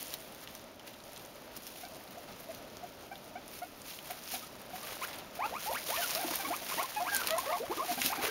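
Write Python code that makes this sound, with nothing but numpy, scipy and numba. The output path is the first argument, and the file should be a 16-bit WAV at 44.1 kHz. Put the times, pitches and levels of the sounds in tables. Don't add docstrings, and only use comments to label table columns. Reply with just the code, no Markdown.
import sys
import numpy as np
from scipy import signal
from scipy.fft import rfft, irfft
from scipy.io import wavfile
from scipy.ndimage import uniform_filter1d
from numba import njit

SR = 44100
rng = np.random.default_rng(int(sys.argv[2]) if len(sys.argv) > 2 else 0)


def transcribe(signal):
    frames = np.atleast_2d(signal).T
    limited = np.clip(frames, -1, 1)
    pcm = np.round(limited * 32767).astype(np.int16)
    wavfile.write(sys.argv[1], SR, pcm)


def level_to_linear(level):
    exponent = np.asarray(level, float) / 20
    return 10 ** exponent


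N = 366030


def colour(x, points):
    hz, db = np.transpose(points)
    bins = np.maximum(np.arange(N // 2 + 1) * SR / N, 1)
    gain_db = np.interp(np.log(bins), np.log(hz), db)
    y = irfft(rfft(x) * level_to_linear(gain_db), N)
    return y / np.std(y)


def walk(rate_hz):
    hold = int(SR / rate_hz)
    levels = rng.standard_normal(N // hold + 1)
    return uniform_filter1d(np.repeat(levels, hold), hold)[:N]


def high_pass(x, hz):
    return signal.sosfilt(signal.butter(2, hz, "high", fs=SR, output="sos"), x)


@njit
def rings(start, hz, t60_s, size, phase):
    out = np.zeros(N + SR)
    for k in range(len(start)):
        z = size[k] * np.exp(1j * phase[k])
        turn = np.exp(2j * np.pi * hz[k] / SR - np.log(1000) / (t60_s[k] * SR))
        for i in range(start[k], start[k] + int(t60_s[k] * SR)):
            out[i] += z.real
            z *= turn
    return out[:N]


# pitch_hz [Hz], density_db [dB per Hz]
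ROOM_SPECTRUM = [(15, -42), (25, -11), (165, -5), (261, -1.5), (447, -6), (602, -2), (1060, -12),
                 (1280, -10), (1680, -15.5), (2870, -16), (6110, -21.5), (7790, -26.5), (9160, -36),
                 (15700, -30)]
ROOM_DB = -50.5


def room_hum():
    air = rng.standard_normal(N)
    drone = signal.lfilter(*signal.iirpeak(615, 14, SR), air)
    drone += 0.57 * signal.lfilter(*signal.iirpeak(925, 30, SR), air)
    tone = colour(rng.standard_normal(N), ROOM_SPECTRUM) + level_to_linear(-9.5) * drone / np.std(drone)
    swell_db = 0.79 * walk(2.96) + 1.06 * walk(15)
    return tone * level_to_linear(ROOM_DB - 1.5 + swell_db)


# start_s [s], level_db [peak dB], pitch_hz [Hz]
FLOOR_KNOCKS = [
    (4.329, -47, 245),
    (4.739, -50, 199),
    (5.429, -56, 250),
    (5.689, -51, 80.7),
    (6.74, -49, 187),
    (7.149, -48, 258),
    (7.599, -46, 250),
]


def floor_thumps():
    start_s, level_db, pitch_hz = np.transpose(FLOOR_KNOCKS)
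    t60_s, phase = np.full(len(start_s), .11), np.full(len(start_s), -np.pi / 2)
    return rings((start_s * SR).astype(np.int64), pitch_hz, t60_s, level_to_linear(level_db), phase)


# start_s [s], crackle_db [dB], weight_db of bodies [dB]
RESTLESSNESS = [(0, -55.5, -7), (.5, -56.5, 2), (.72, -67, -5), (1.11, -56, -5), (1.5, -59.5, 0),
                (1.82, -49.5, -14), (1.9, -55, -3.5), (2.45, -60, 1), (3.3, -58, -8), (3.42, -64, -2.5),
                (4.1, -51.5, -3), (4.55, -59, 3), (5.15, -51.5, 6.5), (5.3, -60, 4), (6.3, -42, -1),
                (6.9, -45, -2.5), (7.7, -51.5, 4.5), (8.3, -44, 3)]
# start_s [s], crackle_db [dB], fade_s over 10 dB [s], weight_db of bodies [dB]
BEDDING_SHOVES = [(.002, -43, 0.14, -20), (.14, -47, .033, -6), (.55, -52.5, 0.1, -10), (.88, -51, 0.03, 2),
                  (1.57, -47.5, 0.03, -9), (2.4, -51.5, 0.08, -12), (2.54, -57.5, 0.14, -13.5),
                  (3.54, -49.5, 0.12, -13), (3.9, -42.5, 0.08, -25), (4.11, -43, 0.04, -7.5),
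                  (4.339, -38, 0.09, -17), (4.89, -45.5, 0.15, -3), (5.041, -41.5, 0.05, -3),
                  (5.47, -46, 0.07, 4.5), (5.66, -38.5, 0.08, -15), (5.75, -41.5, 0.04, -9),
                  (5.901, -37, 0.08, -11), (6.045, -33.5, 0.25, -9), (6.38, -40, 0.14, -24),
                  (6.729, -36, 0.1052, -3), (6.83, -45.5, 0.08, 1), (7.165, -37, .09, -5),
                  (7.28, -40, 0.09, 2.5), (7.4, -38.5, .05, -7), (7.52, -43, 0.06, 2),
                  (8.25, -37.5, 0.05, 3), (7.78, -45, .06, -1.5), (7.93, -39, 0.15, -10),
                  (8.02, -34.5, 0.07, -18), (8.068, -28, 0.04, -22)]
# start_s [s], crackle_db [dB]
STALK_TUGS = [(.43, -51), (1.17, -54), (1.67, -50), (1.76, -51), (1.95, -54), (2.11, -59), (3.47, -54),
              (3.6, -53), (3.99, -52), (4.76, -46), (4.96, -49.5), (5.19, -52), (5.36, -50), (6.15, -38),
              (7.58, -40), (7.44, -45)]


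def bedding_db(weight_share, spread):
    t = np.arange(0, N / SR, .002)
    start_s, crackle_db, weight_db = np.transpose(RESTLESSNESS)
    power = level_to_linear(np.interp(t, start_s, crackle_db + weight_share * weight_db)) ** 2
    tug_fade_s, tug_weight_db = 0.031, -8
    tugs = [(s, db, tug_fade_s, tug_weight_db) for s, db in STALK_TUGS]
    for s, db, fade_s, push_weight_db in BEDDING_SHOVES + tugs:
        away = np.maximum(t - s, (s - t) / 0.87) / (fade_s * spread)
        power += level_to_linear(db + weight_share * push_weight_db - 10 * away) ** 2
    return np.interp(np.arange(N) / SR, t, 10 * np.log10(power))


def crackle(count, low_hz, high_hz, cycles, scatter_db):
    when, pitch, size, phase = rng.random((count, 4)).T
    hz = low_hz + (high_hz - low_hz) * pitch
    size = level_to_linear(-scatter_db * np.log(size + .002))
    grains = rings((when * N).astype(np.int64), hz, cycles / hz, size, 2 * np.pi * phase)
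    return grains / np.std(grains)


def snaps(rows, length_s, broad_db):
    splinters = 24
    start_s, level_db, pitch_hz = np.repeat(np.transpose(rows), splinters, axis=1)
    order = np.arange(len(start_s)) % splinters
    pitch, phase = rng.random((len(start_s), 2)).T
    late = (order / splinters) ** 3
    broad = order % 2
    near_hz = np.minimum(pitch_hz * 2 ** (.5 * (pitch - .5)), 17000)
    ring_hz = np.where(broad, 2500 + 13500 * pitch, near_hz)
    size = level_to_linear(level_db - 4.5 + broad * broad_db - 9.8 * late ** 0.73)
    delay_s = .0008
    start = ((start_s + delay_s + late * length_s) * SR).astype(np.int64)
    return rings(start, ring_hz, 9 / ring_hz, size, 2 * np.pi * phase)


# pitch_hz [Hz], density_db [dB per Hz]
HAY_SPECTRUM = [(59, -41), (100, -17.5), (1210, -10), (2550, -4), (2890, -5), (6740, -5), (7810, -9),
                (9450, -5), (15700, -3.5)]


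def hay_rustle():
    bursts = level_to_linear(1.78 * walk(45) + 1.66 * walk(200))
    swish = 0.91 * rng.standard_normal(N)
    bright = crackle(count=60000, low_hz=2470, high_hz=15600, cycles=4.3, scatter_db=2.0) + swish
    when, size, pitch = rng.random((900, 3)).T
    tick_rows = np.c_[when * N / SR, 14 * size ** 2, 5000 + 10000 * pitch ** .6]
    ticks = snaps(tick_rows, length_s=.0015, broad_db=-8)
    dull = high_pass(crackle(count=25000, low_hz=408, high_hz=3650, cycles=4.2, scatter_db=3.0), 480)
    push_db = bedding_db(weight_share=0, spread=0.87)
    body_db = bedding_db(weight_share=0.96, spread=1.05)
    mix = level_to_linear(push_db - 0.24) * colour(bright, HAY_SPECTRUM) + dull * level_to_linear(body_db - 2.0)
    return mix * bursts + ticks * level_to_linear(.7 * push_db - 11)


# start_s [s], level_db [peak dB], pitch_hz [Hz]
STALK_FLICKS = [(0.2139, -36, 14700), (0.4135, -39, 6420), (0.595, -40, 5860), (0.8754, -39, 4080),
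                (1.0021, -44, 4270), (1.0375, -41, 5170), (1.0929, -43, 5430), (1.1613, -35, 5470),
                (1.6317, -36, 13700), (1.7195, -38, 10300), (1.7614, -37, 11600), (1.7814, -37, 11100),
                (1.8512, -37, 4090), (2.1276, -42, 4480), (2.1834, -41, 6200), (2.2872, -40, 5510),
                (2.3241, -40, 5730), (2.4024, -35, 14900), (2.5696, -44, 5150), (2.6728, -41, 13800),
                (2.6993, -41, 6250), (3.4795, -35, 12100), (3.5144, -36, 13900), (3.6316, -36, 14500),
                (3.8182, -36, 5770), (4.2368, -34, 6210), (4.2757, -34, 5730), (4.4697, -42, 5220),
                (4.5256, -41, 4980), (5.1876, -36, 4290), (5.3098, -43, 6260), (5.4021, -40, 6350),
                (5.5413, -36, 4810), (5.6246, -34, 5550), (5.6411, -28, 13700), (5.8406, -35, 4120),
                (6.3051, -28, 13000), (6.4857, -31, 4290), (7.0983, -28, 4210), (7.4026, -26, 14600),
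                (7.7598, -31, 4980),
                (.008, -30, 11500), (.112, -36, 11000), (.123, -36, 8000), (.132, -31, 9000),
               (.142, -29, 13000), (.186, -37, 10500), (.222, -36, 14000), (1.572, -30, 13500),
               (1.5735, -29, 14800), (1.635, -36, 14000), (1.667, -31, 13500), (1.673, -32, 12500),
               (1.673, -35, 6500), (1.676, -35, 12500), (2.406, -36, 13000), (3.5219, -36, 14400),
               (3.9055, -35, 4000), (3.936, -37, 3720), (4.117, -27, 13500), (4.33, -29, 13000),
               (4.364, -29, 13500), (5.0489, -30, 12700), (5.914, -29, 9500), (5.943, -25, 12000),
               (6.075, -25, 6500), (6.141, -26, 10500), (6.264, -26, 8800), (6.389, -28, 13500),
               (7.275, -19, 13000), (7.288, -28, 12000), (7.384, -21, 11500), (7.9204, -27, 10000),
               (8.2312, -28, 11700), (8.2766, -29, 11300)]


def stalk_flicks():
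    return snaps(STALK_FLICKS, length_s=.002, broad_db=-6)


# start_s [s], level_db [peak dB], pitch_hz [Hz]
THIN_TIPS = [(0.0278, -23, 12200), (0.1391, -22, 15400), (0.3474, -36, 15100), (0.5496, -29, 14600),
             (1.1318, -36, 10900), (1.5654, -26, 14700), (1.6671, -38, 13500), (2.1086, -39, 15400),
             (2.5466, -34, 14100), (3.5882, -36, 12000), (4.1081, -29, 14200), (4.6164, -36, 12400),
             (5.6057, -36, 14200), (5.7104, -32, 14300), (5.7354, -27, 13100), (6.0072, -27, 12000),
             (6.1499, -16, 14800), (6.2128, -27, 11000), (6.3395, -28, 14300), (6.3564, -14, 12900),
             (6.564, -24, 10900), (6.83, -24, 10900), (7.147, -16, 13300), (7.1648, -16.5, 8950),
             (7.2714, -26, 14600), (7.2714, -17, 13800), (7.3067, -22, 10900), (7.3825, -20.5, 10600),
             (8.0611, -16, 13800), (8.1184, -23, 12800)]


def tip_snaps():
    return level_to_linear(4.5) * high_pass(snaps(THIN_TIPS, length_s=.003, broad_db=-11.5), 4250)


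# start_s [s], level_db [peak dB], pitch_hz [Hz]
THICK_STALKS = [(0.1042, -34, 6190), (0.1396, -40, 4970), (0.139, -35, 5600), (0.3471, -44, 5090),
                (0.5506, -33.5, 6070), (1.5668, -36, 6260), (1.6671, -31.5, 6800), (2.5481, -37, 5340),
                (2.7691, -39, 6000), (3.589, -38.5, 5210), (4.3023, -33, 5370), (5.0365, -34, 5440),
                (5.6052, -36, 6890), (6.1075, -25, 6910), (6.1499, -28, 4870), (7.1452, -41, 4500),
                (7.146, -30, 4820), (7.1646, -26, 7020), (7.272, -28, 5220), (7.3063, -30, 5400),
                (7.3811, -38, 4980), (7.4021, -38, 5710), (7.5702, -37, 4820), (7.9264, -32, 4550),
                (8.0611, -23, 5380), (8.2345, -37, 4580)]
# start_s [s], level_db [peak dB], pitch_hz [Hz]
HAY_CRUNCHES = [(0.1385, -29, 3280), (0.474, -34, 3280), (0.7951, -36, 3600), (0.9393, -41, 3260),
                (1.1624, -39, 3370), (1.169, -33.5, 3050), (1.1947, -37, 3260), (1.6667, -35, 3240),
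                (1.7574, -35, 3220), (2.0764, -42, 3640), (2.5471, -50, 4860), (3.1554, -37, 3450),
                (3.9882, -34, 2740), (4.0711, -33, 2710), (4.1081, -33, 2700), (5.13, -31, 3240),
                (5.6052, -39, 3620), (5.9735, -23, 3010), (6.1497, -32, 2710), (7.2342, -27.5, 3020),
                (7.271, -27, 2720), (7.3058, -17.5, 3860), (7.5303, -32, 2210), (8.0167, -18.5, 2480),
                (8.0597, -23, 4590), (8.2355, -23, 2600)]


def stalk_snaps():
    stalks = level_to_linear(4.5) * snaps(THICK_STALKS, length_s=.0036, broad_db=-11.5)
    return stalks + snaps(HAY_CRUNCHES, length_s=.007, broad_db=-4)


def calls(rows, overtones_db, rough, flutter_db):
    throat_hz, throat_width_hz, throat_db = 2480, 620, 9
    out, wobble, flutter = np.zeros(N + SR), walk(150), walk(110)
    for start_s, length_s, start_hz, middle_hz, end_hz, level_db in rows:
        i, u = int(start_s * SR), np.linspace(0, 1, int(length_s * SR))
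        hz = start_hz * (1 - u) * (1 - 2 * u) + 4 * middle_hz * u * (1 - u) + end_hz * u * (2 * u - 1)
        span = np.arange(i, i + len(u)) % N
        phase = 2 * np.pi * np.cumsum(hz * (1 + rough * wobble[span])) / SR
        tone = np.sin(phase)
        for k, overtone_db in enumerate(overtones_db, start=2):
            in_throat = np.exp(-((k * hz - throat_hz) / throat_width_hz) ** 2)
            thin_db = 5.5 * (k - 1 - in_throat) * abs(np.log2(end_hz / start_hz))
            tone += level_to_linear(overtone_db + throat_db * in_throat - thin_db) * np.sin(k * phase)
        attack = np.minimum(u * length_s / 0.002, 1)
        shape = attack * np.sin(np.pi * u ** 0.66) ** 0.3
        out[i:i + len(u)] += tone * shape * level_to_linear(level_db + 2.5 + flutter_db * flutter[span])
    return out[:N]


def glides(rows):
    level_off_s = .13
    return [(s, length_s, start_hz, start_hz + (end_hz - start_hz) * min(length_s / level_off_s, 1), end_hz, db)
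            for s, length_s, start_hz, end_hz, db in rows]


def arches(rows):
    scoop_hz, sag_hz = 85, 25
    return [(s, length_s, top_hz - scoop_hz, top_hz, top_hz - sag_hz, db) for s, length_s, top_hz, db in rows]


# start_s [s], length_s [s], start_hz [Hz], end_hz [Hz], level_db [dB]
ROUND_WHISTLES = [(7.776, 0.022, 1200, 1030, -41), (5.429, 0.044, 770, 1000, -37),
                  (5.659, 0.056, 755, 1040, -38.5), (6.245, 0.014, 310, 300, -36),
                  (6.469, 0.045, 260, 350, -40.5), (6.48, .03, 830, 640, -40), (6.435, .025, 300, 300, -46),
                  (5.966, .04, 1820, 1690, -42), (6.238, .016, 850, 980, -45),
                  (6.779, 0.058, 590, 910, -40), (6.794, .022, 1080, 1420, -38),
                  (6.768, .012, 290, 310, -43), (6.993, 0.022, 950, 1220, -43),
                  (6.999, 0.056, 670, 823, -37), (7.065, .014, 720, 700, -43), (7.072, .018, 290, 270, -46),
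                  (7.115, 0.096, 1670, 1530, -36.5), (7.204, 0.018, 1520, 1190, -37),
                  (7.222, .025, 1500, 1520, -46), (7.43, .02, 750, 1200, -44), (7.39, .03, 1070, 1100, -44),
                  (7.36, .022, 690, 790, -39), (7.345, .018, 1000, 1300, -45),
                  (7.518, 0.04, 691, 740, -38.5), (7.555, 0.024, 720, 1080, -39),
                  (7.535, .026, 1150, 1040, -40), (7.599, 0.052, 411, 772, -38),
                  (7.7, 0.034, 740, 1360, -40), (7.767, .032, 290, 590, -42), (7.794, .04, 1027, 1300, -38),
                  (7.813, 0.042, 600, 900, -39.5), (7.846, .012, 330, 330, -44),
                  (7.88, .044, 740, 665, -38), (7.92, .018, 690, 920, -43), (7.911, 0.017, 270, 330, -39),
                  (7.972, 0.022, 240, 290, -42), (8.046, .017, 250, 330, -40), (8.198, .02, 790, 1280, -41)]
# start_s [s], length_s [s], top_hz [Hz], level_db [dB]
ROUND_CHUTS = [(.636, 0.036, 597, -54), (1.917, 0.027, 656, -52), (2.169, 0.019, 690, -46.5),
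               (2.487, .031, 672, -44.5), (2.571, 0.037, 690, -57), (2.827, 0.02, 725, -41.5),
               (4.337, 0.019, 763, -38.5), (4.423, .025, 1280, -51.5), (4.731, .026, 755, -40.5),
               (4.825, 0.024, 1167, -49), (5.975, 0.036, 690, -38), (6.282, .018, 690, -41),
               (6.615, 0.012, 696, -43), (6.836, 0.022, 1061, -42), (7.081, .024, 1637, -39),
               (7.117, .032, 830, -39.5), (7.525, .016, 1150, -34), (7.381, 0.014, 1064, -34)]
ROUND_HARMONICS = [-24, -27.5, -31]


def round_calls():
    rows = glides(ROUND_WHISTLES) + arches(ROUND_CHUTS)
    return calls(rows, ROUND_HARMONICS, rough=.011, flutter_db=1.8)


# start_s [s], length_s [s], start_hz [Hz], end_hz [Hz], level_db [dB]
BUZZING_SQUEALS = [
    (6.776, .04, 870, 1500, -41),
    (7.299, 0.066, 620, 685, -36),
    (7.462, 0.056, 535, 680, -36.5),
    (7.696, 0.03, 330, 570, -38),
    (8.234, .016, 450, 430, -41),
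    (8.268, .03, 460, 450, -46),
]
BUZZY_HARMONICS = [-6, -14, -25]


def squeals():
    return calls(glides(BUZZING_SQUEALS), BUZZY_HARMONICS, rough=.012, flutter_db=1.8)


# start_s [s], length_s [s], start_hz [Hz], end_hz [Hz], level_db [dB]
REEDY_WHEEKS = [(5.013, 0.044, 954, 1910, -41.5), (5.388, 0.074, 620, 1430, -37),
                (5.51, 0.074, 420, 1440, -41.5), (5.693, 0.053, 450, 1090, -38),
                (5.742, 0.04, 1050, 2450, -38.5), (5.888, .068, 470, 1250, -39),
                (5.952, 0.02, 1250, 1750, -44), (6.016, .036, 1540, 1330, -38),
                (6.148, 0.056, 590, 790, -41), (6.2, .022, 800, 790, -40), (6.218, 0.026, 780, 620, -37.5),
                (6.306, 0.016, 290, 350, -40), (6.505, 0.04, 630, 1330, -36),
                (6.712, 0.026, 1000, 1800, -41), (6.961, 0.046, 837, 837, -37),
                (7.048, .046, 853, 1630, -39), (7.372, 0.02, 880, 1220, -39),
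                (8.119, 0.017, 850, 1500, -34), (8.179, 0.017, 250, 390, -38),
                (7.5, .036, 860, 1150, -38.5), (6.394, 0.04, 790, 757, -38.5)]
# start_s [s], length_s [s], top_hz [Hz], level_db [dB]
REEDY_CLUCKS = [(1.83, 0.042, 778, -45.5), (3.113, 0.024, 780, -42), (3.354, 0.029, 773, -41),
                (3.617, .024, 721, -41.5), (4.1, 0.016, 740, -42), (6.447, 0.015, 1140, -35.5),
                (8.099, 0.026, 790, -38), (7.976, .021, 798, -37), (8.171, .032, 800, -39),
                (8.283, 0.0165, 450, -39), (8.287, .012, 1600, -41)]
REEDY_HARMONICS = [-11, -19, -29]


def reedy_calls():
    rows = glides(REEDY_WHEEKS) + arches(REEDY_CLUCKS)
    return calls(rows, REEDY_HARMONICS, rough=.009, flutter_db=1.5)


def pen_tail(near):
    t60_s, dull_hz, level_db = 0.093, 2540, -10.5
    t = np.arange(SR // 8) / SR
    tail = rng.standard_normal(len(t)) * level_to_linear(-60 * t / t60_s) * (t > .003)
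    tail = signal.sosfilt(signal.butter(1, dull_hz, fs=SR, output="sos"), tail)
    return level_to_linear(level_db) * signal.oaconvolve(near, tail / np.linalg.norm(tail))[:N]


def scene():
    background = room_hum() + hay_rustle()
    voices = round_calls() + squeals() + reedy_calls()
    near = floor_thumps() + stalk_flicks() + tip_snaps() + stalk_snaps() + voices
    return (near + pen_tail(near) + background)[None]


def low_pass(x):
    return signal.sosfilt(signal.butter(12, 16830, fs=SR, output="sos"), x)


# pitch_hz [Hz], gain_db [dB]
TOP_CUT = [(15740, 0), (15850, -28), (15950, -44), (16150, -50), (16300, -70)]


def record(dry):
    notch_hz, notch_width_hz = 7881, 750
    hz = np.arange(N // 2 + 1) * SR / N
    off = (hz - notch_hz) / notch_width_hz
    notch = off / (off - 1j)
    top = level_to_linear(np.interp(hz, *np.transpose(TOP_CUT)))
    mix = irfft(rfft(dry) * notch * top)
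    return low_pass(mix)


dry = scene()
out = record(dry)
transcribe(out)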